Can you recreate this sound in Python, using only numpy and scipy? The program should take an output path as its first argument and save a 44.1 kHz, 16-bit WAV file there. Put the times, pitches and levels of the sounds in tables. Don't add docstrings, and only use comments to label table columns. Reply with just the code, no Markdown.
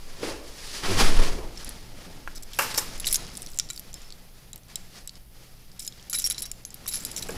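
import sys
import numpy as np
from scipy import signal
from scipy.fft import rfft, irfft
from scipy.io import wavfile
from scipy.ndimage import uniform_filter1d, minimum_filter1d

SR = 44100
rng = np.random.default_rng(int(sys.argv[2]) if len(sys.argv) > 2 else 0)


def natural_amplitude(level_db):
    exponent = np.asarray(level_db, float) / 20
    return 10 ** exponent


def to_wav(s):
    ch = np.atleast_2d(s).T
    pcm = np.round(np.clip(ch, -1, 1) * 32767)
    wavfile.write(sys.argv[1], SR, pcm.astype(np.int16))


N = 325017

# f/Hz, spectral level/dB
AIR = [(29, -40), (50, 14.5), (81, -9), (145, 0), (380, -23.5), (729, -39), (863, -44), (3850, -43),
       (5150, -37), (6550, -43), (10400, -17), (14500, -19.5), (16000, -32)]
# f/Hz, rms level/dB
HUM = [(120, -64), (180, -70)]

# t/s, level/dB
SWAY = [(0, -42), (.3, -38.5), (.8, -41), (1.1, -18), (1.5, -34.5), (2.0, -40.5), (2.8, -41.5),
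        (3.15, -33.5), (3.4, -42.5), (4.4, -46.5), (6.0, -49), (6.4, -43), (6.7, -48.5), (7.37, -41)]
# f/Hz, spectral level/dB
RUMBLE = [(8, -5.5), (20, -11), (40, -23.5), (70, -30), (100, -57)]
RUB = [(60, -10), (90, -5), (200, -5.5), (400, -4), (700, -11), (1100, -15), (1500, -33)]
SHIFT = [(41, -33), (70, -4.5), (151, -1.5), (258, -5.5), (900, -13.5), (1170, -73), (1980, -120)]
RUSTLE = [(410, -9.5), (700, -4.5), (1330, -1), (1590, -4.5), (1960, -4), (3300, -8.5), (4290, -23),
          (7260, -120)]
SWISH = [(1590, -13.5), (2700, -10), (4380, -1), (4790, 1), (8890, -9.5), (10400, -7), (11600, -18.5),
         (14300, -16), (15600, -34), (16000, -51)]
# t/s, level/dB, brightness/dB, 10 dB rise/s, 10 dB fall/s
STROKES = [(.235, -39.5, -4.5, 0.05, 0.13), (.1, -53.5, 1.5, 2, 0.34), (0.301, -46, 5.5, .04, 0.05),
           (.78, -51, 12, 0.3, .3), (.838, -37.5, 2.5, .008, 0.0854), (0.914, -31, 0, 0.05, 0.0957),
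           (1.005, -24, 3.5, 0.0219, 0.0542), (1.08, -29.5, -1.5, 0.0534, 0.1477),
           (1.185, -27.5, -5.5, 0.03, .08), (1.25, -42, 3, .05, .14), (.25, -50, 8, .02, .08),
           (1.41, -40.5, -24, 0.2, 0.1), (1.581, -56, 10.5, 0.04, 0.22), (1.68, -46, 3.5, 0.05, 0.11),
           (2.05, -47.5, -4.5, 0.22, 0.3), (2.64, -44.5, 6.5, 0.07, 0.38), (3.15, -47, 2.5, 0.6, 0.44),
           (4.0, -57.5, 2.5, 0.6, 0.35), (4.55, -56, -0.5, 0.02, 0.06), (4.7, -56, 5, 0.03, 0.11),
           (4.77, -57, 5.5, 0.06, 0.07), (4.979, -54, 5.5, 0.0663, 0.06), (5.18, -57, 3, 0.07, 0),
           (5.42, -58, 3.5, 0.07, 0.14), (6.45, -53, 3.5, 0.59, 0.06), (7.05, -48, 2, 0.31, 1),
           (7.37, -38, -8, 0.15, .1)]
# t/s, drop of the cloth/dB, half width/s
LULLS = [
    (2.23, 3, .03),
    (2.48, 3, 0.028),
    (3.46, 2, .1),
    (4.3, 0.8, .1),
    (4.62, 4.5, 0.033),
    (5.11, 3, .03),
    (5.26, 6, 0.042),
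    (5.6, 3.5, .08),
    (6.07, 4, .03),
    (6.8, 4, .05),
]
# t/s, height, half width/s
PRESSES = [
    (.93, .1, .03),
    (1.044, 0.32, 0.011),
    (1.105, -0.29, .021),
    (1.198, 0.46, .012),
    (1.283, 0.21, .017),
]

# t/s, thud/dB, clank/dB, crack/dB, tail t60/s
BLOWS = [
    (0.229, -20.5, -26, -60, 0.81),
    (1.385, -30.5, -35, -48, 0.46),
    (2.275, -48, -29, -43.5, 0.059),
    (2.588, -31, -9, -18.5, 0.34),
    (2.615, -27.5, -24, -18.5, 0.14),
    (2.741, -45, -27, -36, 0.69),
    (2.776, -29.5, -19, -20, 0.24),
    (6.859, -33, -29, -40, 0.022),
    (7.289, -20, -26.5, -38, 0.12),
    (7.338, -41, -49, -42.5, 0.27),
]
# f/Hz, bandwidth/Hz, level/dB
THUD = [(193, 37, -10), (296, 54, 3.5), (457, 122, 4), (640, 170, -3.5)]
CLANK = [(530, 170, -7), (848, 86, 1.5), (1110, 260, 1), (1730, 390, -2), (2264, 170, -2.5),
         (2740, 240, -2.5)]
CRACK = [(3300, 840, 5.9), (5300, 1320, 12.5), (7140, 3800, 11.8), (10550, 6000, 10.5), (13740, 1200, 11)]
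BOOM_S = (.88, 1)
# f/Hz, level/dB, t60/s
ROOM_MODES = [(95.7, -24, 0.86), (190.6, -21, 0.18), (382, -16.5, 0.15), (565, -38, 0.092)]
# t/s, level/dB
RAPS = [
    (2.2756, -24),
    (2.589, -24),
    (7.291, -32),
]
# f/Hz, level/dB, t60/s
LEAF = [
    [(1420, -2.5, 0.027), (1610, -2.5, 0.027), (1110, -9, .015)],
    [(877, -7, 0.32), (1140, -3, .2), (1270, 2.5, .07), (571, -11, 0.15), (2331, -9, .15), (2770, 0, 0.055)],
    [(1650, 0, .04), (1100, -5, .03)],
]

# f/Hz, level/dB, t60/s
HELD = [(1560, -14, 0.023), (2270, -9.5, 0.029), (3080, -17, 0.01), (3920, -6.5, 0.05), (4700, -7.5, 0.033),
        (5250, -2, 0.06), (5680, -5, 0.016), (5930, -11, 0.0098), (7280, -1.5, 0.03), (7950, -4.5, 0.043),
        (9200, -7.5, 0.022), (9970, -6, 0.065), (10820, 0.5, 0.039), (12800, -8, 0.018),
        (13700, -12.5, 0.0088)]
# t/s, peak
# level/dB, f/Hz
TAPS = [(3.2414, -33, 5130), (3.2484, -31, 4450), (3.2675, -28, 5350), (3.3009, -31, 5130),
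        (3.3174, -33, 5050), (3.5024, -31, 7950), (3.5454, -29.5, 8730), (3.5644, -33, 7910),
        (4.578, -33, 8500), (4.634, -40, 6000), (4.684, -38, 7500), (7.0254, -28, 7500),
        (7.0824, -33, 11100), (7.1324, -32, 6960), (7.2235, -20, 6000),
        (1.646, -21, 10000), (1.6916, -17.5, 10100), (3.0527, -24, 6300), (3.1692, -20, 9000),
        (2.7466, -13, 4700), (3.0584, -14.5, 7500), (3.0445, -16, 2900), (3.087, -15, 3900),
        (3.1267, -4.5, 10370), (3.157, -4, 6520), (3.353, -24, 5250), (3.4895, -32, 5680),
        (3.534, -28, 5000), (3.5745, -23, 7400), (3.5879, -6, 7050), (3.5976, -2.5, 5600),
        (3.7325, -25, 7710), (3.7623, -27, 5100), (3.7765, -19, 4640), (3.7953, -16.5, 11600),
        (3.9303, -28.5, 5930), (3.9415, -18, 7340), (4.0183, -32.5, 7020), (4.1045, -27, 4540),
        (4.1238, -23, 4420), (4.5313, -20, 7300), (4.5589, -23.5, 12800), (4.757, -8.5, 7540),
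        (5.075, -17, 7700), (5.094, -22.5, 4480), (5.1553, -30, 5300),
        (5.7167, -35, 4900), (5.8489, -21, 7500), (5.866, -23, 11400), (5.877, -11, 6820),
         (5.9241, -30.5, 3540), (5.997, -34, 3300), (6.0267, -33, 5570), (6.098, -17.5, 12500),
         (6.1983, -10.5, 7500), (6.22, -19, 10420), (6.242, -15, 5700), (6.3, -8, 10400), (6.31, -18, 3920),
         (6.319, -16, 11020), (6.3453, -24.5, 3920), (6.3811, -14.5, 4200), (6.3936, -29, 5250),
         (6.5153, -13.5, 7150), (6.6509, -16.5, 6400), (6.7051, -26.5, 7200), (6.7428, -22, 13000),
         (6.865, -21, 5640), (6.926, -24, 4000), (6.9567, -12.5, 11000), (7.05, -11, 11300),
         (7.1152, -17.5, 7840), (7.1636, -34, 3920), (7.2271, -18, 4220), (7.2868, -23, 7470),
         (7.306, -22, 7400)]
# t/s, peak level/dB, f/Hz, delay of rebound/s
DOUBLES = [(1.574, -22.5, 5300, 0.0036), (2.5343, -25, 3400, 0.0064), (2.7812, -6, 5300, 0.0055),
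           (2.999, -15.5, 10600, .0037), (3.099, -20, 10000, .003), (3.0693, -9, 3950, 0.005),
           (3.143, -8, 10700, .003), (3.371, -17.5, 8500, 0.0042), (3.4201, -18, 9500, 0.0085),
           (3.463, -23, 5600, 0.0084), (3.6891, -26, 5040, .0052), (3.702, -15, 7260, 0.0058),
           (5.795, -16.5, 8470, 0.0071), (6.1297, -10, 7000, 0.0032), (6.1409, -14, 10900, 0.0098),
           (6.187, -12, 13050, .0074), (6.2635, -6.5, 11100, 0.009), (6.4222, -14.5, 11040, 0.0057),
           (6.455, -28, 5210, .0087), (6.88, -11.5, 12660, 0.0083), (6.939, -21, 5430, 0.0036),
           (7.1735, -18, 5400, .005), (7.1841, -28, 4910, .0043)]
# start t/s, end t/s, level/dB, fade/dB,
# f/Hz
SLIDES = [(2.349, 2.384, -42, 4, 4500), (2.424, 2.44, -46, 3, 6500), (2.53, 2.59, -45.5, 1, 3000),
          (2.741, 2.775, -36, 4, 4000), (2.773, 2.782, -27, -6, 6500), (2.781, 2.8, -22, 10, 7500),
          (2.977, 2.993, -44, 3, 9000), (2.998, 3.02, -40, 6, 10000), (3.051, 3.064, -31, 5, 7000),
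          (3.067, 3.084, -24, 4, 9000), (3.085, 3.097, -29, 6, 6000), (3.095, 3.104, -31, 3, 10000),
          (3.106, 3.125, -29.5, 3, 7000), (3.126, 3.139, -22, 6, 9500), (3.143, 3.156, -21.5, 3, 11000),
          (3.157, 3.169, -26, 8, 8000), (3.33, 3.58, -53, 1, 12500), (3.69, 3.81, -52, 1, 12500),
          (7.1, 7.365, -49, 1, 12500), (5.791, 5.89, -40.5, 5.5, 8000), (6.097, 6.124, -41, 8, 8000),
          (6.129, 6.172, -29, 7, 3500), (6.185, 6.206, -29, 4, 9000), (6.204, 6.237, -37, 3, 6000),
          (6.277, 6.298, -44, 5, 6000), (6.242, 6.278, -32, 1, 8000), (6.3, 6.315, -26.5, 2, 8000),
          (6.319, 6.33, -32, 5.5, 8000), (6.378, 6.41, -35, 4, 8000), (6.419, 6.44, -34, 6, 8000),
          (6.454, 6.469, -40, 2, 6500), (6.876, 6.9, -30, 7, 8000), (6.911, 6.933, -36.5, 0, 8000),
          (6.936, 6.98, -30.5, 6.5, 4500), (6.978, 7.045, -44, 1, 8000), (7.048, 7.095, -43, 6, 8000),
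          (7.163, 7.198, -35.5, 1, 6000), (7.223, 7.24, -37, 4, 6000)]
# f/Hz, level/dB, t60/s
KEYS = [
    [(11020, 0, .25), (7070, -11, .15), (12330, -14, .15)],
    [(5580, 0, .45)],
    [(3920, 0, .08)],
    [(5265, 0, .3)],
    [(1420, 0, .05), (1960, -2, .04), (2330, 0, .06), (3020, -3, .03)],
]
# t/s, level/dB, delay until caught/s
RINGS = [
    [(6.098, -33, 0.027), (6.13, -44, .03), (6.15, -24, 0.034), (6.879, -36, 0.006), (6.889, -32, .018),
     (6.937, -26, 0.052), (6.655, -43, 0.036), (7.05, -43, .02), (7.185, -43, .035)],
    [(6.242, -20, 0.022), (6.264, -40, 0.035), (6.42, -45, .03), (6.325, -46, .055), (6.384, -47, 0.048),
     (6.465, -48, .05)],
    [(3.6, -40, .05), (3.702, -30, 0.0096), (4.758, -37, 0.0065), (6.146, -26, 0.008), (6.157, -34, .01),
     (6.176, -30, 0.012), (6.198, -35, .006), (6.31, -31, .008), (6.346, -37, .02), (6.381, -37, .02),
     (6.112, -45.5, .015), (6.892, -41.5, .04), (4.533, -41, .006), (5.078, -43, .006),
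     (6.44, -33.5, 0.006), (7.225, -35, 0.011)],
    [(3.942, -44, 0.026), (4.045, -49, .1), (2.79, -42, .12)],
    [(3.598, -41, .02), (3.702, -41.5, .03), (6.13, -37, 0.013), (6.142, -38.5, .03), (6.94, -43, .03),
     (6.31, -44, 0.022)],
]


def rms_one(x):
    return x / np.sqrt(np.mean(x ** 2) + 1e-20)


def drift(rate):
    r = np.exp(-80 * np.pi * rate / SR)
    slow = signal.lfilter([1], [1, -2 * r, r * r], rng.standard_normal(N // 40 + 2002))[2000:]
    return np.interp(np.arange(N) / 40, np.arange(len(slow)), rms_one(slow))


def coloured(spectrum, source):
    hz, db = np.transpose(spectrum)
    grid = np.maximum(np.arange(N // 2 + 1) * SR / N, 1)
    gain = natural_amplitude(np.interp(np.log(grid), np.log(hz), db, left=-90, right=-90))
    return rms_one(irfft(rfft(source) * gain, N))


def resonances(x, peaks):
    out = 0
    for k, (hz, width, db) in enumerate(peaks):
        r = np.exp(-np.pi * width / SR)
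        poles = [1, -2 * r * np.cos(2 * np.pi * hz / SR), r * r]
        out = out + (-1) ** k * natural_amplitude(db) * signal.lfilter([1 - r * r, 0, r * r - 1], poles, x) / 2
    return out


def struck(modes, length_s):
    hz, db, t60 = np.transpose(modes)[:, :, None]
    t = np.arange(int(length_s * SR)) / SR
    return np.sum(natural_amplitude(db - 60 * t / t60) * np.sin(2 * np.pi * hz * t), axis=0)


def add(out, s, sound):
    i = round(s * SR)
    out[i:i + len(sound)] += sound[:N - i]


def ventilation():
    t = np.arange(N) / SR
    hum = sum(natural_amplitude(db + 6 + 1.6 * drift(2.3)) * np.sin(2 * np.pi * hz * t) for hz, db in HUM)
    return natural_amplitude(-55.5) * coloured(AIR, rng.standard_normal(N)) + hum


def fibres(grain_db, flicker_db):
    sizes = natural_amplitude(grain_db * np.minimum(rng.exponential(1, N), 6))
    return rng.standard_normal(N) * sizes * natural_amplitude(flicker_db * drift(17.2))


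def strokes(t, sway_db):
    calm_db = np.array([-58.5, -64.5, -60.5])[:, None]
    lull_db = sum(db * np.exp(-.5 * ((t - s) / width) ** 2) for s, db, width in LULLS)
    power = natural_amplitude(2 * (calm_db + 0.39 * (sway_db + 45) - lull_db))
    for s, db, bright_db, rise, fall in STROKES:
        jerk_db = 3 * max(np.log2(0.056 / rise), 0)
        rustle_db = -3.5 + 0.63 * bright_db + jerk_db
        for layer, lift_db, linger in zip(power, (0, rustle_db, bright_db), (1.1, 0.89, 0.82)):
            shape = np.maximum((s - t) / rise, (t - s) / (fall * linger))
            layer += natural_amplitude(2 * (db + lift_db - 10 * shape))
    return np.sqrt(power)


def wearer():
    arrive_s = 1.56
    t = np.arange(N) / SR
    sway_db = np.interp(t, *np.transpose(SWAY))
    coarse = t[::32]
    gains = [np.interp(t, coarse, g) for g in strokes(coarse, sway_db[::32])]
    rub_gain, rustle_gain, swish_gain = gains
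    out = natural_amplitude(sway_db) * coloured(RUMBLE, rng.standard_normal(N))
    rub = fibres(grain_db=0.87, flicker_db=1.4)
    out += rub_gain * np.where(t < arrive_s, coloured(RUB, rub), coloured(SHIFT, rub))
    cloth = fibres(grain_db=1.5, flicker_db=1.5)
    out += rustle_gain * coloured(RUSTLE, cloth) + swish_gain * coloured(SWISH, cloth)
    for s, height, width in PRESSES:
        out += height * (s - t) / width * np.exp(.5 - .5 * ((t - s) / width) ** 2)
    return out


def door():
    out, t = np.zeros(N), np.arange(SR // 2) / SR
    noises = rng.standard_normal((len(BLOWS), SR // 2))
    for (s, thud_db, clank_db, crack_db, t60), noise in zip(BLOWS, noises):
        slides_home = crack_db > clank_db + 4
        rise = np.minimum(t / (.008 if slides_home else .0003), 1) ** 2
        rattle = noise * rise * natural_amplitude(-60 * t / t60) * (1 + 1.5 * natural_amplitude(-60 * t / 0.034))
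        if not slides_home:
            rattle[8] += 3.4
        thud = natural_amplitude(thud_db + 16) * resonances(rattle, THUD)
        clank = natural_amplitude(clank_db + 11) * resonances(rattle, CLANK)
        crack = natural_amplitude(crack_db) * resonances(rattle, CRACK)
        add(out, s, natural_amplitude(-13) * (thud + clank + crack))
    return out


def room(x):
    t60_s, level_db = 0.52, -19.5
    t = np.arange(SR // 2) / SR
    bright, dull = rng.standard_normal((2, SR // 2))
    dull = signal.lfilter([.4], [1, -.6], dull)
    tail = bright * natural_amplitude(-60 * t / (0.17 * t60_s)) + dull * natural_amplitude(-60 * t / t60_s)
    tail *= t > .004
    return natural_amplitude(level_db) * signal.fftconvolve(x, tail / np.sqrt(np.sum(tail ** 2)))[:N]


def boom():
    out, t = np.zeros(N), np.arange(SR // 2) / SR
    for s in BOOM_S:
        add(out, s, struck(ROOM_MODES, len(t) / SR) * np.minimum(t / 0.035, 1))
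    return out


def in_palm(s):
    return 3.2 < s < 5.5


def contacts():
    rows = [*TAPS, *[row[:3] for row in DOUBLES]]
    for (s, db, hz, gap), turn in zip(DOUBLES, rng.standard_normal(len(DOUBLES))):
        rows.append((s + gap, db - 3, np.clip(hz * 2 ** (0.29 * turn), 3000, 13000)))
    out = []
    for (s, db, hz), luck in zip(rows, rng.standard_normal(len(rows))):
        edge_db = -4 + 3.5 * np.log2(hz / 6000)
        out.append((s, db, hz, edge_db - 4 * in_palm(s) + 3 * luck))
    return out


def ticks(held_db=-9, spread_db=3.5, scatter_db=-15, scatter_t60=0.022, detune=0.0325):
    out, rows, size = np.zeros(N), contacts(), 1200
    hz, held, t60 = np.transpose(HELD)
    chance = rng.standard_normal((len(rows), 2, len(HELD)))
    hiss = rng.standard_normal((len(rows), size))
    hiss[:, 10] += 7
    t = np.arange(size) / SR
    for (s, db, pitch, bright_db), (luck, shift), noise in zip(rows, chance, hiss):
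        colour = np.where(hz > 9000, np.minimum(bright_db, 0), np.minimum(-bright_db, 0))
        near = -6.5 * np.abs(np.log2(hz / pitch))
        grip = .6 * (.55 if in_palm(s) else 1)
        modes = np.transpose([hz * (1 + detune * shift), held + colour + near + spread_db * luck, grip * t60])
        snap = struck([(pitch, 3, .006), (pitch, -16, .025)], size / SR)
        crack = [(f, width, g + (bright_db if f > 9000 else 0)) for f, width, g in CRACK]
        sound = snap + natural_amplitude(held_db) * struck(modes, size / SR)
        sound += natural_amplitude(scatter_db - 60 * t / scatter_t60) * resonances(noise, crack)
        sound[8:12] += 1.77 * np.array([1, 0.75, -0.66, -0.89]) * np.sign(noise[0])
        sound = signal.sosfilt(signal.butter(2, min(1.9 * pitch, 19000), fs=SR, output="sos"), sound)
        sound /= np.abs(sound).max()
        add(out, s, natural_amplitude(db) * sound * np.minimum(t / 0.00026, 1))
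    return signal.sosfilt(signal.butter(2, 1400, "high", fs=SR, output="sos"), out)


def raps():
    out = np.zeros(N)
    for (s, db), modes in zip(RAPS, LEAF):
        add(out, s, natural_amplitude(db) * struck(modes, N / SR / 20))
    return out


def slides(per_s=2800, grain_db=3, focus_db=3):
    sizes = natural_amplitude(grain_db * np.minimum(rng.exponential(1, N), 3))
    grains = (rng.random(N) < per_s / SR) * rng.choice([-1, 1], N) * sizes
    dealt = rng.integers(0, len(HELD), N)
    rings = []
    for k, (hz, db, t60) in enumerate(HELD):
        own = grains * (dealt == k) + 1e-18
        rings.append(resonances(own, [(hz, 9.4 / t60, db)]))
    rings = np.array(rings)
    out = np.zeros(N)
    for start, end, db, fade_db, pitch in SLIDES:
        t = np.arange(int((end - start) * SR)) / SR
        near = natural_amplitude(-focus_db * np.abs(np.log2(np.transpose(HELD)[0] / pitch)))
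        sound = rms_one(near @ rings[:, int(start * SR):][:, :len(t)])
        edges = np.clip(np.minimum(t / .0006, (t[-1] - t) / 0.0015), 0, 1)
        add(out, start, natural_amplitude(db - fade_db * t / t[-1]) * edges * sound)
    return out * natural_amplitude(2.5 * drift(67))


def free_keys(catch_s=0.0038):
    out, t = np.zeros(N), np.arange(int(.15 * SR)) / SR
    for modes, strikes in zip(KEYS, RINGS):
        for s, db, caught in strikes:
            add(out, s, natural_amplitude(db) * struck(modes, .15) * np.exp(-np.maximum(t - caught, 0) / catch_s))
    return out


def dipped(bed, keys, depth_db=7, knee_db=-24, treble_depth_db=15, treble_knee_db=-31, ahead=260):
    size = np.abs(keys)
    loud = -minimum_filter1d(-size, size=700)
    next_peak = np.roll(-minimum_filter1d(-size, size=300), -ahead)
    coming = np.maximum(next_peak - 2 * uniform_filter1d(size, size=300), 0)
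    share = uniform_filter1d(loud / (loud + natural_amplitude(knee_db)), size=120)
    soon = uniform_filter1d(coming / (coming + natural_amplitude(treble_knee_db)), size=120)
    bass = signal.sosfiltfilt(signal.butter(2, 500, fs=SR, output="sos"), bed)
    treble = signal.sosfiltfilt(signal.butter(3, 7500, "high", fs=SR, output="sos"), bed)
    middle = bed - bass - treble
    return bass + natural_amplitude(-depth_db * share) * (middle + natural_amplitude(-treble_depth_db * soon) * treble)


def scene():
    keys = ticks() + slides() + free_keys()
    metal = keys + door() + raps()
    background = dipped(wearer() + ventilation(), keys)
    return (metal + room(metal) + boom() + background)[None]


def top_cut(x):
    return signal.sosfilt(signal.butter(12, 16490, fs=SR, output="sos"), x)


def record(dry):
    rounded = .8 * np.tanh(dry / 0.82)
    mix = signal.sosfilt(signal.cheby2(10, 50, 16600, fs=SR, output="sos"), rounded)
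    return top_cut(mix)


dry = scene()
out = record(dry)
to_wav(out)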